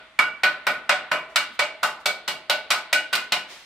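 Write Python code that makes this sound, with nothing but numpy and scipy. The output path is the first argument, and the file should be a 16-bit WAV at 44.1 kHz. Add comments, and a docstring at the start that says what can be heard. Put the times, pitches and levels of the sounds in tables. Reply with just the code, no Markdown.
"""Chipping concrete in a tiled room.

A worker strikes the floor with a steel hand tool, about four blows a second. Each blow cracks,
rings the floor and the steel, and throws grit; the bare walls answer at once. Quiet room air and
two dull knocks sit underneath. After the last blow the tool scrapes briefly over the floor."""
import sys
import numpy as np
from scipy import signal
from scipy.fft import rfft, irfft, next_fast_len
from scipy.io import wavfile

SR = 44100
rng = np.random.default_rng(int(sys.argv[2]) if len(sys.argv) > 2 else 0)


def unload_wav(signal):
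    """Save mono or channel-first audio to the path in sys.argv[1] as 16-bit WAV at rate SR, clipped to [-1, 1]."""
    wavfile.write(
        sys.argv[1],
        SR,
        np.round(np.clip(np.atleast_2d(signal).T, -1, 1) * 32767).astype(np.int16),
    )


N = 160965
TAIL = 24576  # samples in one hit with its decay


def amp(db):
    """Decibels to gain."""
    return 10 ** (np.asarray(db) / 20)


def unit(x):
    """Scale to rms 1."""
    return x / np.sqrt(np.mean(x ** 2) + 1e-20)


def along(points, hz):
    """Read a curve of (f/Hz, value) points on a log frequency axis."""
    f, v = np.transpose(points)
    return np.interp(np.log(hz + 1), np.log(f + 1), v)


def add(track, s, sound):
    """Mix a sound into the track at s seconds, trimming any overhang."""
    i = round(s * SR)
    part = sound[..., max(-i, 0):N - i]
    track[:, max(i, 0):max(i, 0) + part.shape[-1]] += part


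def eq(x, gain):
    """Minimum-phase EQ with the curve gain(hz): nothing rings ahead of a transient."""
    m = 2 * next_fast_len(x.shape[-1] // 2 + 2048)
    curve = np.maximum(gain(np.fft.rfftfreq(m, 1 / SR)), 1e-6)
    cepstrum = irfft(np.log(curve), m)
    cepstrum[1:m // 2] *= 2
    cepstrum[m // 2 + 1:] = 0
    return irfft(rfft(x, m) * np.exp(rfft(cepstrum)), m)[..., :x.shape[-1]]


# Stereo image of the room: f/Hz, left-right correlation
CORRELATION = [(100, 1), (480, 0.97), (950, 0.88), (1900, 0.58), (3800, 0.13), (7500, 0.07), (15000, 0.19)]
def diffuse(size):
    """White stereo noise, centred in the bass and wide in the treble."""
    likeness = along(CORRELATION, np.fft.rfftfreq(size, 1 / SR))
    width = np.arccos(np.clip(likeness, -1, .999)) / 2
    spectra = rfft(rng.standard_normal((2, size)))
    mid, side = irfft(spectra * [np.cos(width), np.sin(width)], size)
    return np.array([mid + side, mid - side])


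# EQ of the room tone: f/Hz, level/dB
AIR_EQ = [(20, -22), (50, -4), (90, -9), (160, -12.5), (300, -11), (700, -38.5), (2000, -1.5), (5000, -21),
          (10000, -27), (15000, -48)]
def room_air():
    """A steady bed of low rumble and faint hiss."""
    return amp(-57.5) * unit(eq(diffuse(N), lambda hz: amp(along(AIR_EQ, hz))))


def ring(hz, db, t60, balance_db=0, waver_hz=61.1, attack_s=.0014, scatter_db=2.73):
    """One decaying mode, made to waver by the room; positive balance leans left."""
    t = np.arange(TAIL) / SR
    sides = np.array([[1], [-1]])
    drifts = [np.interp(t * waver_hz, np.arange(128), k) for k in rng.standard_normal((4, 128))]
    mid_cos, mid_sin, side_cos, side_sin = drifts
    width = .65 * np.sqrt(np.clip(1 - along(CORRELATION, hz), 0, 1)) * sides
    phase = 2 * np.pi * (hz * t + rng.random())
    tone = (1 + mid_cos + width * side_cos) * np.cos(phase)
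    tone += (mid_sin + width * side_sin) * np.sin(phase)
    envelope = amp(-60 * t / t60) * (1 - np.exp(-t / attack_s))
    level = amp(db + scatter_db * rng.standard_normal() + sides * balance_db / 2)
    return level * unit(tone * envelope) * np.sqrt(np.mean(envelope ** 2) / 2)


# Knock cues: t/s, f/Hz, level/dB, t60/s
KNOCKS = [(1.503, 238, -49, 0.13), (2.933, 300, -41, 0.55)]
def knocks():
    """Dull hollow knocks beside the work, one low mode each."""
    out = np.zeros((2, N))
    for s, hz, db, t60 in KNOCKS:
        add(out, s, ring(hz, db, t60))
    return out


# Scrape cues: peak t/s, level/dB, attack/s, release/s, centre f/Hz
SCRAPES = [(.08, -75, 0.021, 0.064, 3370), (1.31, -59, 0.013, 0.051, 4500),
           (1.555, -58, .025, 0.014, 10000), (2.01, -56.5, .008, .015, 10000),
           (3.516, -41.5, 0.019, 0.12, 2240)]
# Base EQ of steel dragging on grit: f/Hz, level/dB
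SCRAPE_EQ = [(100, -11), (600, 1.5), (1500, -2.5), (3000, -1.5), (5000, -1.5), (8000, -7.5), (12000, -14),
             (15500, -18)]
def scrapes(db_per_octave=3.5):
    """The tool brushes over loose grit between blows and drags after the last."""
    t, out = np.arange(N) / SR, np.zeros((2, N))
    for s, db, attack, release, centre in SCRAPES:
        envelope = np.exp(-np.where(t < s, ((t - s) / attack) ** 2 / 2, (t - s) / release))
        rolloff = lambda hz: db_per_octave * abs(np.log2((hz + 1) / centre))
        friction = unit(eq(diffuse(TAIL), lambda hz: amp(along(SCRAPE_EQ, hz) - rolloff(hz))))
        out += amp(db) * envelope * np.tile(friction, N // TAIL + 1)[:, :N]
    return out


def reverb_tail(t60_curve, attack_s=.00067):
    """A diffuse tail in which each frequency dies at its own speed."""
    hz, t, spectra = signal.stft(diffuse(TAIL), SR, nperseg=256)
    decay = amp(-60 * t / along(t60_curve, hz)[:, None])
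    tail = signal.istft(spectra * decay, SR, nperseg=256)[1][:, :TAIL]
    attack = 1 - np.exp(-np.arange(TAIL) / SR / attack_s)
    energy = SR * along(t60_curve, 1000) / np.log(1e6)
    return attack * tail / np.sqrt(energy)


# Reverb times of the tiled room and of the rooms beyond the door: f/Hz, t60/s
ROOM_T60 = [(120, .5), (400, 0.65), (900, 0.28), (2200, 0.31), (5000, 0.26), (9000, 0.24), (15000, 0.2)]
FAR_T60 = [(120, 0.71), (600, 1.67), (1500, 1.02), (3500, 1.14), (6000, 0.37), (10000, 0.24), (15000, 0.16)]
def room_reverb():
    """The tight tiled room, with a longer, fainter tail from beyond the door."""
    return amp(-15) * reverb_tail(ROOM_T60) + amp(-27) * reverb_tail(FAR_T60)


# Early reflections off nearby surfaces: delay t/s, level/dB against the direct click
WALLS = [(.0011, -1.5), (.0028, -11.5), (.0043, -6), (.0056, -9), (.0078, -2), (0.01, -11), (0.0145, -13),
         (.0205, -22)]
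def contact_clicks():
    """The click of steel on concrete and its slaps off the walls, jittered for each hit."""
    clicks = np.zeros((2, TAIL))
    clicks[:, 0] = 1
    for delay, db in WALLS:
        right = int(delay * SR * rng.uniform(.9, 1.1)) + 2
        left = right + rng.integers(-1, 2)
        clicks[[0, 1], [left, right]] += amp(db)
    return clicks


def grit(density=.012, decay_s=.0078, highpass_hz=3800):
    """Flying chips: a short spray of sparse, bright ticks."""
    t = np.arange(TAIL) / SR
    grains = rng.standard_normal(TAIL) * (rng.random(TAIL) < density) * np.exp(-t / decay_s)
    return eq(grains / np.linalg.norm(grains), lambda hz: hz ** 2 / (hz ** 2 + highpass_hz ** 2))


# EQ of an average crack: f/Hz, level/dB
CRACK_EQ = [(40, -57.5), (100, -43.5), (160, -30), (300, -28), (480, -26.5), (620, -21.5), (950, -15.5),
            (1350, -9.5), (1650, -17), (2000, -13.5), (2500, -16.5), (3150, -17), (3900, -16),
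            (5000, -20.5), (5900, -27), (6900, -30), (8100, -28.5), (9000, -33.5), (12000, -34),
            (15500, -40)]
# Tone bands of a blow (boom, thud, clack, middle, bite, fizz, sizzle): f/Hz
BAND_HZ = [260, 700, 1250, 1900, 4000, 7600, 12000]
def crack(bands_db, snap_db, ripple_db=3, ripple_hz=71.8):
    """The transient: contact, grit and reverb, all through the EQ of this blow."""
    contact = amp(snap_db) * (amp(-26) * contact_clicks() + amp(-20.5) * grit())
    sound = contact + room_reverb()
    knots = rng.standard_normal(1024)  # every spot of the floor has its own fine colour
    band_eq = list(zip(BAND_HZ, bands_db))

    def colour(hz):
        ripple = np.interp(hz / ripple_hz, np.arange(len(knots)), knots) * hz / (hz + 2000)
        return amp(along(CRACK_EQ, hz) + along(band_eq, hz) + ripple_db * ripple)
    return np.sqrt(SR) * eq(sound, colour)


# Pitches of the floor's modes: f/Hz
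FLOOR_HZ = [597, 633, 717, 752, 864, 1021, 1168, 1259]
# The same modes: relative level/dB, t60/s
FLOOR_MODES = [(-27.5, 0.26), (-38, 0.76), (-31.5, 0.25), (-36.5, 0.35), (-32.5, 0.39), (-34, 0.38),
               (-60.5, 0.12), (-25, 0.25)]
def floor_ring(bands_db, trim_db=-3):
    """The body: the struck floor's modes, following the blow's tone bands."""
    return sum(ring(hz, trim_db + db + np.interp(hz, BAND_HZ[1:], bands_db[1:]), t60)
               for hz, (db, t60) in zip(FLOOR_HZ, FLOOR_MODES))


# Pitches of the tool's modes: f/Hz
STEEL_HZ = [1443, 1483, 1513, 1912, 2272, 2304, 2460, 2794, 2905, 3220, 3805, 4190, 4750, 8150]
# The same modes: relative level/dB, t60/s
STEEL_MODES = [(-30.5, 0.35), (-23, 0.39), (-31, 0.35), (-41.5, 0.3), (-26.5, 0.3), (-37, 0.46),
               (-28, 0.27), (-31, 0.33), (-32, 0.31), (-36, 0.27), (-34.5, 0.19), (-35, 0.23), (-39, .26),
               (-54.5, 0.2)]
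# EQ points of the steel (four main rings, bite, fizz): f/Hz
STEEL_BAND_HZ = [1480, 2280, 2460, 2850, 4000, 7600]
# How far each pitch follows the pan, fully near 2.3 kHz: f/Hz, share
PAN_SHARE = [(1500, .1), (2250, 1), (2320, 1), (2800, .2)]
def steel_ring(bands_db, pan_db, trim_db=1):
    """The metallic top: the tool's modes, excited in a new mix by each blow."""
    out = np.zeros((2, TAIL))
    for hz, (db, t60) in zip(STEEL_HZ, STEEL_MODES):
        level_db = trim_db + db + np.interp(hz, STEEL_BAND_HZ, bands_db)
        out += ring(hz, level_db, t60, pan_db * along(PAN_SHARE, hz))
    return out


def blow(levels_db, snap_db=0, pan_db=0):
    """One hit in three layers: floor, steel and crack."""
    bands, rings = levels_db[:len(BAND_HZ)], levels_db[len(BAND_HZ):]
    *_, bite, fizz, _ = bands
    return floor_ring(bands) + steel_ring([*rings, bite, fizz], pan_db) + crack(bands, snap_db)


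# Blow cues: t/s, snap level/dB, then level/dB against an average blow for
# boom, thud, clack, middle, bite, fizz, sizzle and the four main rings of the steel
BLOWS = [(0.1903, 3.5, 2.5, -0.5, 5, 4.5, -4.5, 0, -4.5, 7.5, 14, -2, 1),
         (0.4347, -1.0, 3, 4, 2.5, 7.5, 0.5, -1.5, -2, 3.0, 4, 4, 2),
         (0.6685, -1, 4.5, 2.5, 1.5, 4.5, -3.0, -2.5, 0, 3, -4.5, -6, -12),
         (0.8937, 0.5, 1.5, 4.5, 4, 8, 2, 4.5, -4, 5.5, -3.5, 5.5, 0),
         (1.1156, -4.5, 3, 4.5, 2, 4, -6.5, -3.5, -5.5, -2, -3, 3.5, 0),
         (1.3595, 3, -2, -5, 2, 3.5, 3.5, 7.5, 2.5, 2, 4.5, 1, 5.5),
         (1.5926, -1, -1.5, 3.5, -1, 2, 0.5, 4, -5, -0.5, 2, 0, 1),
         (1.831, -4, -0.5, 2, 5, 0, -2.5, 4.5, 2, 1.5, -7, -6, 2),
         (2.0584, 2, -1, 3.5, -5.5, -4.5, 1.5, 3.5, 1, -5, -2, -10.5, -9),
         (2.2785, -2, -1, -3.5, -5, -4.5, -2.5, 1.5, -0.5, -13, -9, -19, 0),
         (2.4981, 2.5, -0.5, 5, -4, 0, 4.5, 1.5, 1.5, -1.5, -2, -17, 5),
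         (2.7049, 0, -2.5, 1, 2, 3, 3.5, 6.5, 4, -0.5, 3, 3.5, -4),
         (2.9292, 3.0, -4, 2.5, -7.5, 3, 1, 8.5, 3, 6.5, 6.5, 1.5, 3.0),
         (3.1289, -2.5, -2.5, -6, -6, -3.5, -2, 0, -1.5, 0.5, -21, -1.5, 4.5),
         (3.3217, 0, 1, 0.5, -4.0, 2, 3, 4, 2, -10.5, -4.5, 2.5, 5.5)]
# Pan of the steel's ring, from the right towards the centre: t/s, left minus right level/dB
STEEL_PAN = [(.2, -7), (.67, -6), (1, -3), (2.7, -3), (3, -.5)]
# The tool catches again: t/s, level/dB against the nearest blow
REBOUNDS = [(2.0659, -8), (2.712, -6), (3.134, -2.5), (3.153, -0.5)]
def chipping(touch_hz=1500, touch_lead_s=.0031):
    """The run of blows, each led by a dull first touch; a few catch again with a bare crack."""
    out = np.zeros((2, N))
    t = np.arange(SR // 200) / SR
    touch = np.sin(2 * np.pi * touch_hz * t) * np.hanning(len(t))
    for s, snap_db, *levels in BLOWS:
        pan_db = np.interp(s, *np.transpose(STEEL_PAN))
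        add(out, s, blow(levels, snap_db, pan_db))
        thud_db = levels[1]
        add(out, s - touch_lead_s, amp(thud_db - 26.5) * touch)
    add(out, -.17, amp(-.5) * blow(np.zeros(11)))  # open on the dying tail of an average blow
    for s, db in REBOUNDS:
        _, _, *levels = min(BLOWS, key=lambda row: abs(row[0] - s))
        add(out, s, amp(db) * crack(levels[:len(BAND_HZ)], snap_db=2.5))
    return out


def scene():
    """The work over the quiet air of the room."""
    return room_air() + chipping() + scrapes() + knocks()


def record(dry, top_hz=15900):
    """Hard-clip the peaks at full scale, then low-pass steeply."""
    m = next_fast_len(N + SR // 2)
    lowpass = np.clip((top_hz - np.fft.rfftfreq(m, 1 / SR)) / 500 + .3, 0, 1) ** 2
    clipped = np.clip(dry, -1, 1)
    return irfft(rfft(clipped, m) * lowpass, m)[:, :N]


dry = scene()
out = record(dry)
unload_wav(out)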